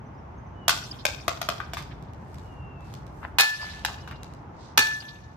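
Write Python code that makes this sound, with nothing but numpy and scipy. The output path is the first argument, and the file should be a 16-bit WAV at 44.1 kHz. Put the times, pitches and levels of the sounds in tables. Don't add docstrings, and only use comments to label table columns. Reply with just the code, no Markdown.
import sys
import numpy as np
from scipy import signal
from scipy.fft import rfft, irfft
from scipy.io import wavfile
from scipy.ndimage import uniform_filter1d

SR = 44100
rng = np.random.default_rng(int(sys.argv[2]) if len(sys.argv) > 2 else 0)


def dump(signal):
    limited = np.clip(np.atleast_2d(signal).T, -1, 1)
    pcm = np.round(limited * 32767).astype(np.int16)
    wavfile.write(sys.argv[1], SR, pcm)


N = 236684
HZ = np.fft.rfftfreq(N, 1 / SR)

# f/Hz, relative density/dB per Hz
RUMBLE = [(20, -33.5), (35, -23), (58, -2), (95, -3.5), (140, -4.5), (200, -16.5), (400, -42),
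          (1000, -79.5)]
# t/s, level/dB
RUMBLE_LEVEL = [(0, -45), (1.5, -42.5), (3.2, -42.5), (4.2, -43.5), (4.6, -46.5), (5.37, -42)]
# f/Hz, relative density/dB per Hz
AIR = [(20, -30.5), (100, -6.5), (180, -2), (300, -5), (520, -10.5), (880, -5.5), (1700, -19.5),
       (2800, -30), (4200, -42), (6200, -41.5), (8000, -56), (15000, -58)]
# f/Hz, correlation/-1 to 1
AIR_SAME = [(60, 0.97), (180, 0.93), (400, 0.55), (750, .15), (1500, 0), (8000, 0.061)]
AIR_DB = -46

# start t/s, length/s, start f/Hz, end f/Hz, level/dB
WHISTLES = [(0.537, 0.36, 2980, 2830, -55), (2.379, 0.56, 2918, 2596, -58.5),
            (3.953, 0.34, 3000, 2710, -57)]
# start t/s, length/s, start f/Hz, end f/Hz, level/dB
CHIPS = [(.058, .02, 5900, 6200, -68), (.145, .016, 5000, 5120, -71), (.175, .022, 6200, 5000, -68),
         (.376, .02, 6550, 6150, -66), (.463, .02, 6350, 5900, -68)]

# delay/s, level/dB
WALLS = [(0.0115, -7.5), (.0345, -15.5), (.0445, -19.5), (0.093, -22)]
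# f/Hz, level/dB
YARD = [(200, -3.5), (700, 1.5), (2000, -1), (5000, 3.5), (8000, -3), (14000, -10)]
# f/Hz, t60/s
YARD_DECAY = [(300, 0.38), (800, 0.85), (2000, 1), (5000, 1), (9000, 0.9), (14000, 0.82)]
# loudest t/s, spread (Gaussian sigma)/s, level/dB, centre f/Hz, width/octaves
SLAPS = [(.918, 0.0029, -32, 4820, 0.09), (3.63, 0.014, -40.5, 4800, 0.13),
         (5.009, 0.0061, -40, 4700, 0.11)]

# loudest t/s, spread/s, level/dB, centre f/Hz, width/octaves
SCUFFS = [(1.92, .008, -49, 1960, 0.69), (2.392, 0.14, -67.5, 4900, 0.89), (2.92, 0.062, -60.5, 2400, 1.35),
          (3.231, 0.0016, -35.5, 1300, .44), (3.244, 0.013, -41.5, 1210, 0.78),
          (3.2513, 0.0005, -22.5, 1130, 0.56), (3.625, 0.019, -44, 900, 0.53),
          (3.68, 0.11, -46.5, 2560, 0.96), (3.9, 0.016, -41, 1000, 0.47), (4.124, .006, -45, 1450, 0.74)]
# loudest t/s, spread/s, level/dB, centre f/Hz, width/octaves
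THUDS = [(4.792, .0072, -31.5, 300, .7)]
# loudest t/s, spread/s, level/dB, centre f/Hz, width/octaves
SWISHES = [(3.218, .07, -67.5, 6500, 0.93), (4.65, 0.052, -58, 4400, 0.52)]
# t/s, relative level/dB
TICKS = [(1.8242, -30.5), (2.025, -42.5), (2.1343, -42), (2.3438, -37), (2.384, -38), (2.807, -48),
         (2.9393, -29.5), (3.0664, -40), (4.2322, -29), (4.337, -39)]

# t/s, ring level/dB, tilt of the modes/dB per octave, time to the barrel's quiet side/s,
# change of the ring by then/dB, depth of the background dip/dB, time to the bottom of that dip/s
BLOWS = [(3.387, -13, -3, .19, -1, 12, 0.1), (4.775, -12.5, -7, .245, -5.5, 5, 0.37)]
# f/Hz, relative level/dB, t60/s
BARREL = [(955, -18, 0.04), (1741, -4.5, 0.89), (2490, 2.5, 0.2), (4310, -2.5, .22)]
# t/s, level/dB, f/Hz, decay time constant/s
PINGS = [(3.443, -26, 4410, 0.0045), (4.822, -17, 4420, 0.0041)]
TURN_POWER, QUIET_SIDE_DB, DIP_NARROWNESS = 1.9, -17, 29

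# t/s, relative level/dB, hardness/dB, rattle length/s, side that is struck
KNOCKS = [(0.6808, -25.5, 5.5, 0.0058, "flat"), (0.693, -19.5, -2, 0.015, "end"),
          (1.0524, -23.5, -1, 0.0063, "rim"), (1.28, -26, -3.5, 0.0067, "flat"),
          (1.415, -32.5, -1.5, 0.0073, "flat"), (1.488, -27.5, -3, 0.0062, "flat"),
          (1.602, -30, -20, 0.0092, "end"), (1.7341, -38, -0.5, 0.011, "flat"),
          (1.7698, -31.5, -9, 0.033, "end"), (3.3848, -22.5, 2.5, .008, "crushed"),
          (3.397, -22, 0.5, 0.011, "split"), (3.406, -28.5, 8, 0.0089, "pinned"),
          (3.8488, -26.5, -2.5, 0.0084, "split"), (4.0755, -43, -8.5, 0.017, "end"),
          (4.111, -42.5, -11, 0.0088, "end"), (4.7754, -21.5, 3.5, 0.0045, "pinned"),
          (4.779, -23, 3.5, 0.0027, "crushed"), (4.792, -29, 4, 0.0064, "end")]
SIDES = {"flat": (674.5, 1231.5, 3260, -1), "end": (1201, 1480.5, 3596, -16),
         "rim": (618.5, 2348, 3700, -4.5), "pinned": (891.5, 1326, 3466, -6.5),
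         "crushed": (935.5, 2793.5, 3399, -9), "split": (810, 1702.5, 3890, -7.5)}
# relative level/dB, t60/s
NOTES = [(-7, .026), (-9, .016), (-11, .012)]
# nominal f/Hz, relative level/dB, t60/s
SHELL = [(693, -12, 0.027), (850, 3.5, 0.013), (915, 0.5, 0.011), (1154, 0.5, 0.016), (1493, 5.5, 0.025),
         (2108, 0, 0.022), (2433, 1, 0.034), (2744, -4.5, 0.038), (3355, -13.5, 0.0088),
         (4095, -11.5, 0.034), (5436, 0.5, 0.018), (6920, -1.5, 0.02)]
KNOCK_BANDS = [400, 1000, 2800, 6500, 15000]
# f/Hz, correlation
KNOCK_SAME = [(400, 0.5), (750, 1.2), (5000, -0.2), (7000, -0.25), (12000, -0.08)]
CRACK_DB, SNAP_DB, SNAP_GROWTH = -0.5, -6, 1.31
CONTACT_S, NOTE_SPREAD, PORT_LAG = 0.00036, .02, .00004
LEAD = 64

# f/Hz, left minus right level/dB
BALANCE = [(200, 0), (600, 4), (1200, 7), (2200, -0.5), (4000, -8.5), (6000, -0.5), (12000, -1)]
# f/Hz, level/dB
TREBLE = [(4000, 0), (6500, .5), (8200, 0.5), (10300, -3), (12800, 4), (14300, -4.5), (15800, -3)]
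EDGE_HZ = 15300


def amp(db):
    return 10 ** (np.asarray(db) / 20)


def unit(x):
    return x / np.sqrt(np.mean(np.sum(x ** 2, -1)) + 1e-20)


def read(points, hz):
    f, value = np.transpose(points)
    return np.interp(np.log(hz + 1), np.log(f + 1), value)


def tint(x, curve):
    size = x.shape[-1]
    return irfft(rfft(x) * amp(read(curve, np.fft.rfftfreq(size, 1 / SR))), size)


def add(mix, s, sound):
    part = mix[:, max(round(s * SR), 0):][:, :sound.shape[-1]]
    part += sound[..., :part.shape[-1]]


def level(curve):
    return amp(np.interp(np.arange(N) / SR, *np.transpose(curve)))


def noise_pair(likeness, size):
    same = np.clip(read(likeness, np.fft.rfftfreq(size, 1 / SR)), -1, 1)
    a, b = rfft(rng.standard_normal((2, size)))
    return irfft([a, same * a + np.sqrt(1 - same ** 2) * b], size)


def wash(spectrum):
    return unit(tint(noise_pair(AIR_SAME, N), spectrum)) * np.sqrt(N)


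def dips():
    sunk_db = np.zeros(N)
    for s, *_, depth_db, bottom_s in BLOWS:
        age = np.maximum(np.arange(N) / SR - s, 0) / bottom_s
        sunk_db += depth_db * (age * np.exp(1 - age)) ** 2
    return sunk_db


def air():
    sunk_db = dips()
    rumble = wash(RUMBLE) * level(RUMBLE_LEVEL) * amp(-sunk_db)
    hiss = wash(AIR) * amp(AIR_DB - sunk_db)
    return rumble + hiss


def birds(waver=0.01):
    out = np.zeros((2, N))
    for s, length, start_hz, end_hz, db in WHISTLES + CHIPS:
        t = np.arange(0, length, 1 / SR)
        wander = np.interp(t, np.linspace(0, .5, 50), rng.standard_normal(50))
        hz = np.linspace(start_hz, end_hz, len(t)) * (1 + waver * wander)
        tone = np.sin(2 * np.pi * np.cumsum(hz) / SR)
        add(out, s, amp(db) * tone * np.sin(np.pi * t / length))
    return out


def yard(x, near_db=-8, near_t60=0.35, far_db=-13, patchy_db=5.0):
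    t = np.arange(SR) / SR
    far_onset = np.clip((t - .01) / 0.0047, 0, 1)
    scatter = rng.standard_normal((2, SR)) * (rng.random((2, SR)) < .12) * far_onset
    hz, when, z = signal.stft(scatter, SR, nperseg=256)
    clumps = uniform_filter1d(rng.standard_normal(z.shape[1:]), size=12, axis=0)
    clumps = uniform_filter1d(clumps, size=3, axis=1)
    z = z * amp(patchy_db * clumps / clumps.std())
    decay = amp(-60 * when / read(YARD_DECAY, hz)[:, None])
    far = signal.istft(z * decay, SR, nperseg=256)[1][:, :SR]
    near_onset = np.clip((t - .012) / 0.0063, 0, 1)
    near = rng.standard_normal((2, SR)) * (rng.random((2, SR)) < .02) * near_onset * amp(-60 * t / near_t60)
    echo = amp(far_db) * unit(far) + amp(near_db) * unit(near)
    for delay, db in WALLS:
        slap = rng.standard_normal((2, SR)) * np.exp(-t / .0003)
        add(echo, delay, amp(db) * unit(slap))
    return signal.fftconvolve(x, tint(echo, YARD), axes=1)[:, :N]


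def swells(rows, grain_db=3, size=32768):
    out = np.zeros((2, N))
    t, hz = (np.arange(size) - size // 2) / SR, np.fft.rfftfreq(size, 1 / SR)
    for s, spread, db, centre_hz, octaves in rows:
        swell = np.exp(-.5 * (t / spread) ** 2)
        grains = amp(grain_db * np.repeat(rng.standard_normal(size // 64), 64))
        band = np.exp(-.5 * (np.log2((hz + 1) / centre_hz) / octaves) ** 2)
        rub = irfft(rfft(noise_pair(KNOCK_SAME, size) * swell * grains) * band)
        add(out, s + t[0], amp(db) * np.linalg.norm(swell) * unit(rub))
    return out


def grit(level_db=9, size=1024):
    out, t = np.zeros((2, N)), np.arange(size) / SR
    crunch = np.exp(-t / .0025)
    bright = signal.butter(1, [900, 6000], "band", fs=SR)
    for s, db in TICKS:
        tick = signal.lfilter(*bright, noise_pair(KNOCK_SAME, size) * crunch)
        add(out, s, amp(db + level_db) * unit(tick))
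    return out


def pings(rows):
    out, t = np.zeros((2, N)), np.arange(2048) / SR
    for s, db, hz, decay in rows:
        phase = rng.random((2, 1)) / 2
        tone = np.sin(2 * np.pi * (hz * t + phase))
        add(out, s, amp(db) * tone * np.exp(-t / decay) * (1 - np.exp(-t / 0.00035)))
    return out


def turning(t, quiet_s, turned_db):
    quarters = (t / quiet_s) ** TURN_POWER
    dip_db = QUIET_SIDE_DB * abs(np.sin(np.pi / 2 * quarters)) ** DIP_NARROWNESS
    return amp(dip_db + turned_db * np.clip(2 * quarters - 1, 0, 1))


def bat(port_lag=0.00015, rise_s=0.0024):
    out, t = np.zeros((2, N)), np.arange(SR) / SR
    heard = t + np.array([[port_lag], [0]])
    for s, level_db, tilt_db, quiet_s, turned_db, *_ in BLOWS:
        ring = 0
        for f, db, t60 in BARREL:
            mode_db = db + tilt_db * np.log2(f / BARREL[1][0]) - 60 * t / t60
            ring = ring + amp(mode_db) * np.sin(2 * np.pi * f * heard)
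        rise = 1 - np.exp(-t / rise_s)
        add(out, s, amp(level_db) * ring * rise * turning(t, quiet_s, turned_db))
    return out + pings(PINGS)


def knock(band_db, rattle, notes_hz, shell_db=-6, edge_db=-9, size=4096):
    t, hz = np.arange(size) / SR, np.fft.rfftfreq(size, 1 / SR)
    crack = unit(noise_pair(KNOCK_SAME, size) * np.exp(-(t / max(rattle, .0005)) ** 2))
    edge = unit(noise_pair(KNOCK_SAME, size) * np.exp(-t / 0.0002))
    shell = 0
    for f, db, t60 in SHELL:
        mode_hz = f * (1 + 0.047 * rng.standard_normal())
        phase = rng.random() + 0.27 * rng.standard_normal((2, 1))
        shell = shell + amp(db - 60 * t / t60) * np.sin(2 * np.pi * (mode_hz * t + phase))
    heard, notes = t + np.array([[PORT_LAG], [0]]), 0
    for f, (db, t60) in zip(notes_hz, NOTES):
        notes = notes + amp(db) * unit(np.sin(2 * np.pi * f * heard) * amp(-60 * t / t60))
    struck = crack + amp(edge_db) * edge + amp(shell_db) * unit(shell) + notes
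    z = rfft(np.roll(struck * (1 - np.exp(-t / CONTACT_S)), LEAD, -1))
    lo, hi = np.array(KNOCK_BANDS[:-1]), np.array(KNOCK_BANDS[1:])
    own_db = []
    for a, b in zip(lo, hi):
        power = np.mean(abs(z[:, (hz > a) & (hz < b)]) ** 2)
        own_db.append(10 * np.log10(power * 2 * (b - a) / SR))
    colour = read(np.c_[np.sqrt(lo * hi), np.subtract(band_db, own_db)], hz)
    small_body = signal.butter(2, 380, "high", fs=SR)
    return signal.lfilter(*small_body, irfft(z * amp(colour)))


def plastic(level_db=28):
    out = np.zeros((2, N))
    for s, db, hardness, rattle, side in KNOCKS:
        *notes_hz, body_db = SIDES[side]
        snap_db = SNAP_DB + SNAP_GROWTH * hardness
        band_db = db + np.array([body_db, 0, CRACK_DB + hardness, snap_db])
        varied_hz = notes_hz * (1 + NOTE_SPREAD * rng.standard_normal(len(notes_hz)))
        add(out, s - LEAD / SR, knock(band_db, rattle, varied_hz))
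    return amp(level_db) * out


def scene(bird_wet_db=0, scuff_wet_db=-7, ring_wet_db=-11):
    hits = plastic() + grit()
    rubs = swells(SCUFFS + THUDS + SWISHES)
    ring, song = bat(), birds()
    balance_db = np.array([[.5], [-.5]]) * read(BALANCE, HZ)
    direct = irfft(rfft(hits + rubs) * amp(balance_db), N)
    sent = hits + amp(scuff_wet_db) * rubs + amp(ring_wet_db) * ring + amp(bird_wet_db) * song
    return direct + ring + song + yard(sent) + swells(SLAPS) + air()


def record(dry):
    heard = tint(dry, TREBLE)
    rounded = heard / (1 + (heard / .95) ** 6) ** (1 / 6)
    band_limit = signal.firwin(255, EDGE_HZ, window=("kaiser", 9), fs=SR)
    return signal.oaconvolve(rounded, band_limit[None], "same")


dry = scene()
out = record(dry)
dump(out)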